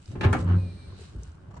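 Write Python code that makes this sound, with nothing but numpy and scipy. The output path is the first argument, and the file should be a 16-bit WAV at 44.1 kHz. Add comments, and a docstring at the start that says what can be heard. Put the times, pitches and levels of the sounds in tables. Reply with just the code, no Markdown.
"""A pickup's hood is unlatched and lifted on a driveway, an arm's length from the microphone.
A sleeve rustles among small ticks and handling rumble. The striker scrapes free of the latch in a run of
ringing blows, the hood jumps with a boom and the safety catch snaps back. The wide steel panel shudders
and buzzes as it starts to rise, then its gas struts hiss and whistle. Soft bumps follow, and near the
top of the swing the hinge begins to scrape."""
import sys
import numpy as np
from scipy.fft import rfft, irfft, next_fast_len
from scipy.io import wavfile
from scipy.ndimage import map_coordinates

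SR = 44100
rng = np.random.default_rng(int(sys.argv[2]) if len(sys.argv) > 2 else 0)


def store_pcm(level_fs):
    """Save levels as 16-bit WAV."""
    pcm = np.round(np.clip(level_fs, -1, 1) * 32767).astype(np.int16)
    wavfile.write(sys.argv[1], SR, np.atleast_2d(pcm).T)


N = 70560
T = np.arange(N) / SR

# stereo image of all the noise (frequency [Hz], left-right likeness [0 to 1])
STEREO_LIKENESS = [(100, 0.88), (180, 1), (330, 0.31), (1000, 0.087), (2500, 0), (8000, 0)]
# outdoor air bed (frequency [Hz], relative level [dB])
AIR_COLOUR = [(30, 14), (200, -5.5), (600, -9.5), (1300, -14), (3000, -25), (9000, -29.5), (11500, -37),
              (14000, -38.5)]
# rumble of the handled hood (time [s], level [dB]) and (frequency [Hz], relative level [dB])
RUMBLE_LEVEL = [(0, -49), (.05, -61.5), (.11, -41.5), (.17, -39.5), (.205, -37), (.24, -31), (.35, -32.5),
                (.55, -36), (.7, -43), (.8, -48.5), (.92, -46.5), (1.02, -48.5), (1.09, -51.5), (1.19, -45),
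                (1.28, -53.5), (1.38, -53), (1.5, -47.5), (1.6, -46)]
RUMBLE_COLOUR = [(20, -36), (40, -11.5), (65, 2.5), (100, -1.5), (135, -1), (175, -3.5), (220, -11.5),
                 (420, -16.5), (650, -25.5), (1300, -34), (2500, -43.5), (6000, -62)]
# sleeve rustle (time [s], level [dB]) and (frequency [Hz], relative level [dB])
SLEEVE_LEVEL = [(0, -66), (.06, -63.5), (.115, -58), (.17, -70), (.36, -58.5), (.41, -52.5), (.47, -71),
                (.93, -74.5), (1.01, -57), (1.07, -60), (1.17, -69), (1.25, -63.5), (1.32, -68.5),
                (1.37, -75.5), (1.6, -81)]
SLEEVE_COLOUR = [(300, -12), (1000, 3.5), (2500, 6), (4500, 4), (8500, 1.5), (10000, -7), (12000, -24.5)]
# small sharp ticks (time [s], level [dB], centre [Hz])
TICKS = [(0.018, -60, 7300), (.058, -47.5, 5030), (0.446, -54, 7830), (1.01, -53, 7400),
         (1.2334, -43.5, 6640), (1.318, -60, 6500), (1.555, -59, 5060)]
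# booms of the whole panel (time [s], level [dB], pitch [Hz], t60 [s])
BOOMS = [(0.086, -27.5, 99.7, 0.16), (0.131, -32.5, 124, 0.14), (0.179, -22, 93, .045),
         (0.2542, -3.5, 101.1, 0.1), (0.2753, -14, 92.9, 0.18), (0.3062, -11.5, 96.7, 0.14),
         (.352, -25.5, 135, 0.26), (0.743, -36.5, 181, 0.16), (0.878, -28.5, 79, 0.076),
         (.912, -34, 92.7, 0.28), (1.005, -40, 84, 0.24), (1.152, -27.5, 87.6, .15),
         (1.165, -28, 58.6, 0.25), (1.275, -30, 76.7, 0.18), (1.48, -43.5, 107, 0.46)]
# the five points that shape the tone of a blow (frequency [Hz])
BLOW_BANDS_HZ = [300, 1500, 3500, 8000, 11000]
# the striker leaving the latch (time [s], then relative level [dB] at each of BLOW_BANDS_HZ)
STRIKER_BLOWS = [(.154, -34, -44, -59, -82, -91), (.209, -33, -26.5, -36.5, -48.5, -82),
                 (.232, -26, -22.5, -42.5, -54, -79), (.238, -24, -26.5, -32.5, -63, -70),
                 (.246, -35, -25.5, -41, -48.5, -73)]
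# ring of the hood at the striker (frequency [Hz], relative level [dB], t60 [s])
HOOD_MODES = [(241, -2, 0.84), (356, 2, 0.18), (400.4, 0, 0.42), (518, -10, 0.35), (606, -11, 0.33),
              (751, -11.5, 0.52), (859.4, -5.5, 0.26), (1044, -10.5, 0.65), (1238, -14, 0.57),
              (1576, -28, 0.13), (1770, -8.5, 0.17), (2372, -5.5, .16), (2507, -11, 0.23),
              (2800, -6.5, 0.21), (3864, -12, 0.32), (4080, -1.5, 0.067)]
# dense clatter between the modes (frequency [Hz], relative level [dB]) and (frequency [Hz], t60 [s])
CLATTER_BANDS = [(175, -7.5), (300, -3.5), (620, -10), (1000, -6.5), (1500, -5), (2300, -3), (3300, -4),
                 (5000, -2), (8500, 4), (11000, -2.5)]
CLATTER_DECAY = [(200, 0.3), (1300, 0.27), (3500, 0.14), (8000, 0.084)]
# the safety catch snapping back (time [s], then relative level [dB] at each of BLOW_BANDS_HZ)
CATCH_BLOWS = [(.3275, -24.5, -26, -37.5, -41, -45), (.330, -29.5, -25, -47.5, -54, -62),
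               (.349, -29, -36, -70, -76, -65)]
# ring of the catch (frequency [Hz], relative level [dB], t60 [s])
CATCH_MODES = [(325, -3.5, 0.36), (522, -8.5, 0.75), (645.7, -12, 0.17), (772, -8, 0.06), (844.5, -9.5, .2),
               (889, -4, 0.12), (1039, -15.5, 0.54), (1181, -3.5, .25), (1320, -9, 0.34), (1330, 1, 0.15),
               (1432, -0.5, 0.12), (1602, 3, 0.062), (1783, 1, 0.079), (2240, 5, 0.11), (2830, -7, 0.093),
               (6590, -11, 0.33)]
# soft knocks of latch, hinge and hands (time [s], level [dB], pitch [Hz])
KNOCKS = [(.3492, -18, 771), (0.802, -73, 258), (0.886, -41, 385), (0.923, -46.5, 1050), (.93, -44.5, 383),
          (0.994, -38.5, 413), (1.014, -37.5, 393), (1.149, -38.5, 330), (1.167, -34, 233),
          (1.188, -36.5, 200), (1.222, -46, 430)]
# shudder of the rising hood (time [s], level [dB])
SHUDDER_LEVEL = [(.38, -63), (.40, -34), (.445, -26.5), (.475, -24), (.51, -19), (.57, -18.5), (.61, -26.5),
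                 (.65, -31), (.72, -40.5), (.8, -49), (.9, -60)]
# higher panel modes that the shudder shakes (frequency [Hz], level against the lowest mode [dB])
PANEL_MODES = [(175, -11), (240, -27), (266, -29.5), (316, -30), (360, -31), (398, -38), (436, -34),
               (524, -34)]
# loose metal buzzing on the panel (time [s], level [dB]) and (frequency [Hz], relative level [dB])
BUZZ_LEVEL = [(.38, -67), (.44, -59.5), (.48, -40), (.515, -37), (.55, -42), (.59, -55.5), (.68, -77),
              (.8, -62)]
BUZZ_COLOUR = [(150, -11), (300, 5), (520, -7.5), (720, -9.5), (1100, -4.5), (1350, -3), (1530, -4.5),
               (1800, -14), (2500, -22), (2950, -17), (3500, -26.5), (6000, -39), (11000, -59.5)]
# hiss of the gas struts, and their thin high jet (frequency [Hz], relative level [dB])
HISS_COLOUR = [(200, -28), (700, -12), (1300, 5), (2000, 3), (2900, 2.5), (3350, 0), (3800, 8),
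               (4150, 12.5), (4700, 1.5), (5500, -2), (7300, -12), (10000, -48)]
JET_COLOUR = [(7000, -52), (7900, -22.5), (8100, 1), (8700, -5.5), (9600, -13), (11000, -21.5)]
# strut whistles (start [s], end [s], first pitch [Hz], last pitch [Hz], level [dB], roughness [rad])
WHISTLES = [(0.584, 0.723, 2496, 2374, -61, 0.22), (0.768, 0.87, 2370, 2320, -64, 0.64)]
# hinge scrape (frequency [Hz], relative level [dB])
HINGE_COLOUR = [(150, -10), (400, 6), (1000, 10.5), (2000, -5), (3000, -12), (8000, -16), (11000, -42)]
# top end of the microphone (frequency [Hz], gain [dB])
MICROPHONE_EQ = [(9000, 1), (10000, 0), (11300, -3), (12300, -16.5), (14500, -17)]

BLOW_ATTACK_S = 0.00091


def amp(db):
    """Decibels to gain."""
    return 10 ** (np.asarray(db) / 20)


def unit(x):
    """Scale to rms 1."""
    return x / np.sqrt(np.mean(x ** 2) + 1e-20)


def along(points, hz):
    """Read a (frequency [Hz], value) curve on a log frequency axis."""
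    freqs, values = np.transpose(points)
    return np.interp(np.log(hz + 1), np.log(freqs + 1), values)


def fader(rows):
    """Gain per sample from (time [s], level [dB]) rows."""
    return amp(np.interp(T, *np.transpose(rows)))


def wobble(rate):
    """A smooth random curve, rate knots a second."""
    return map_coordinates(rng.standard_normal(int(N * rate / SR) + 4), [T * rate])


def filtered(x, response):
    """Equalise x with a gain that depends on frequency."""
    size = next_fast_len(N + SR // 4)
    return irfft(rfft(x, size) * response(np.fft.rfftfreq(size, 1 / SR)), size)[..., :N]


def noise(gain):
    """Stereo noise of rms 1: centred in the bass, wide in the treble."""
    def mid_side_gain(hz):
        width = np.arccos(np.clip(along(STEREO_LIKENESS, hz), -1, 1)) / 2
        return gain(hz) * np.array([np.cos(width), np.sin(width)])
    mid, side = filtered(rng.standard_normal((2, N)), mid_side_gain)
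    return unit(np.array([mid + side, mid - side]))


def rush(colour):
    """Noise shaped by (frequency [Hz], relative level [dB]) rows."""
    return noise(lambda hz: amp(along(colour, hz)))


def band(centre_hz, octaves):
    """Noise around one frequency."""
    return noise(lambda hz: np.exp(-.5 * (np.log2((hz + 1) / centre_hz) / octaves) ** 2))


def struck(start, attack, t60):
    """Envelope of a hit: a fast rise, then 60 dB of decay in t60 seconds."""
    age = np.maximum(T - start, 0)
    return (1 - np.exp(-age / attack)) * np.exp(-np.log(1000) * age / t60)


def thump(start, hz, attack, t60):
    """One struck, decaying sine."""
    return struck(start, attack, t60) * np.sin(2 * np.pi * hz * (T - start))


def held(start, end, fade):
    """Envelope that fades in at start and out at end."""
    return np.clip((T - start) / fade + .5, 0, 1) * np.clip((end - T) / fade + .5, 0, 1)


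def engine_bay(x, ripple_db=3, width_hz=45):
    """The bay colours a sound with many narrow resonances, partly different at each ear; rms 1 out."""
    def peaks(hz):
        return np.array([map_coordinates(rng.standard_normal(4096), [hz / width_hz]) for ear in range(2)])

    def response(hz):
        shared, per_ear = peaks(hz)[0], peaks(hz)
        return amp(ripple_db * np.minimum(hz / 800, 1) * (shared + .5 * per_ear))
    return unit(filtered(x, response))


def outdoor_air(db=-66):
    """A quiet, steady bed of open air."""
    return amp(db) * rush(AIR_COLOUR)


def rumble():
    """The panel rumbles as it is handled and lifted."""
    return fader(RUMBLE_LEVEL) * engine_bay(rush(RUMBLE_COLOUR))


def sleeve():
    """Cloth rustles in swells with a fine, fast grain."""
    grain = unit(amp(2.2 * wobble(400)))
    return fader(SLEEVE_LEVEL) * grain * engine_bay(rush(SLEEVE_COLOUR))


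def ticks():
    """Tiny hard contacts, each a bright pinch of noise."""
    return sum(amp(db) * struck(start, attack=0.00016, t60=0.015) * band(hz, octaves=0.26)
               for start, db, hz in TICKS)


def booms():
    """The whole panel booms in its lowest modes, loudest as the hood jumps."""
    return sum(amp(db) * thump(start, hz, attack=.005, t60=t60) for start, db, hz, t60 in BOOMS)


def struck_steel(blows, modes, ring_db, clatter_db, spread_rad=0.48, wander_rad=.75, crack_db=-7):
    """Each blow rings the steel's modes, with a crack and a clatter that dies sooner in the treble."""
    def envelope(hz, t60):
        hits = [amp(along(list(zip(BLOW_BANDS_HZ, dbs)), hz)) * struck(start, BLOW_ATTACK_S, t60)
                for start, *dbs in blows]
        return np.linalg.norm(hits, axis=0)  # overlapping blows add in power

    out = np.zeros((2, N))
    for hz, db, t60 in modes:
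        ear_phase = spread_rad * rng.choice([-1, 1]) * np.array([[1], [-1]]) * min(hz / 500, 1)
        phase = 2 * np.pi * (hz * T + rng.random()) + wander_rad * wobble(60.56)
        out += amp(ring_db + db) * envelope(hz, t60) * np.sin(phase + ear_phase)
    for hz, db in CLATTER_BANDS:
        crack = amp(crack_db) * envelope(hz, t60=.03)
        tail = envelope(hz, along(CLATTER_DECAY, hz))
        out += amp(clatter_db + db) * (crack + tail) * engine_bay(band(hz, octaves=0.4))
    return out


def latch():
    """The striker clunks out of the latch and sets the hood ringing."""
    return struck_steel(STRIKER_BLOWS, HOOD_MODES, ring_db=-5.5, clatter_db=-6)


def safety_catch():
    """The catch snaps back with a bright steel clack."""
    return struck_steel(CATCH_BLOWS, CATCH_MODES, ring_db=-6, clatter_db=-5)


def knocks():
    """Latch, hinge and hands give short, dull knocks."""
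    return sum(amp(db) * thump(start, hz, BLOW_ATTACK_S, t60=0.03) for start, db, hz in KNOCKS)


def shudder(pitch_hz=92, pitch_wander=0.016, drift_rad=0.67, buzz_depth=.45):
    """The hood judders at its lowest mode and shakes the higher ones; loose metal buzzes once a cycle."""
    phase = 2 * np.pi * np.cumsum(pitch_hz * (1 + pitch_wander * wobble(25))) / SR
    panel = np.sin(phase)
    for hz, db in PANEL_MODES:
        width = min(hz / 500, 1) ** 2  # higher modes sit wider in the stereo image
        drift = drift_rad * (wobble(25) + width * np.array([wobble(25), wobble(25)]))
        panel = panel + amp(db) * np.sin(2 * np.pi * (hz * T + rng.random()) + drift)
    contact = unit(np.exp(buzz_depth * np.sin(phase)))
    buzz = fader(BUZZ_LEVEL) * contact * engine_bay(rush(BUZZ_COLOUR))
    return fader(SHUDDER_LEVEL) * unit(panel) + buzz


def gas_struts(start_s=0.55, fade_s=0.075, hiss_db=-61.5, jet_db=-71):
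    """Gas squeezes through the extending struts: a hiss, a jet on the right, thin sinking whistles."""
    hiss = amp(hiss_db) * held(start_s, end=1.098, fade=fade_s) * rush(HISS_COLOUR)
    jet = amp(jet_db) * held(start_s, end=0.93, fade=fade_s) * rush(JET_COLOUR)
    pan_right = np.array([[.1], [1.4]])
    out = hiss + pan_right * jet
    for start, end, from_hz, to_hz, db, roughness in WHISTLES:
        phase = 2 * np.pi * np.cumsum(np.interp(T, [start, end], [from_hz, to_hz])) / SR
        out += amp(db) * held(start, end, fade=0.012) * np.sin(phase + roughness * wobble(120))
    return out


def hinge(start_s=1.505, rise_s=0.049, db=-58.5):
    """The hinge scrapes with an uneven grip near the top of the swing."""
    grip = amp(5.3 * wobble(90))
    fade_in = np.clip((T - start_s) / rise_s + .5, 0, 1)
    return amp(db) * grip * fade_in * engine_bay(rush(HINGE_COLOUR))


def scene():
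    """Handling, release and lift, mixed over the outdoor air."""
    handling = rumble() + sleeve() + ticks() + booms()
    release = latch() + safety_catch()
    lift = knocks() + shudder() + gas_struts() + hinge()
    return outdoor_air() + handling + release + lift


def record(dry, top_hz=14700):
    """The microphone rolls off the top octave and keeps nothing above its band limit."""
    return filtered(dry, lambda hz: amp(along(MICROPHONE_EQ, hz)) * (hz < top_hz))


dry = scene()
out = record(dry)
store_pcm(out)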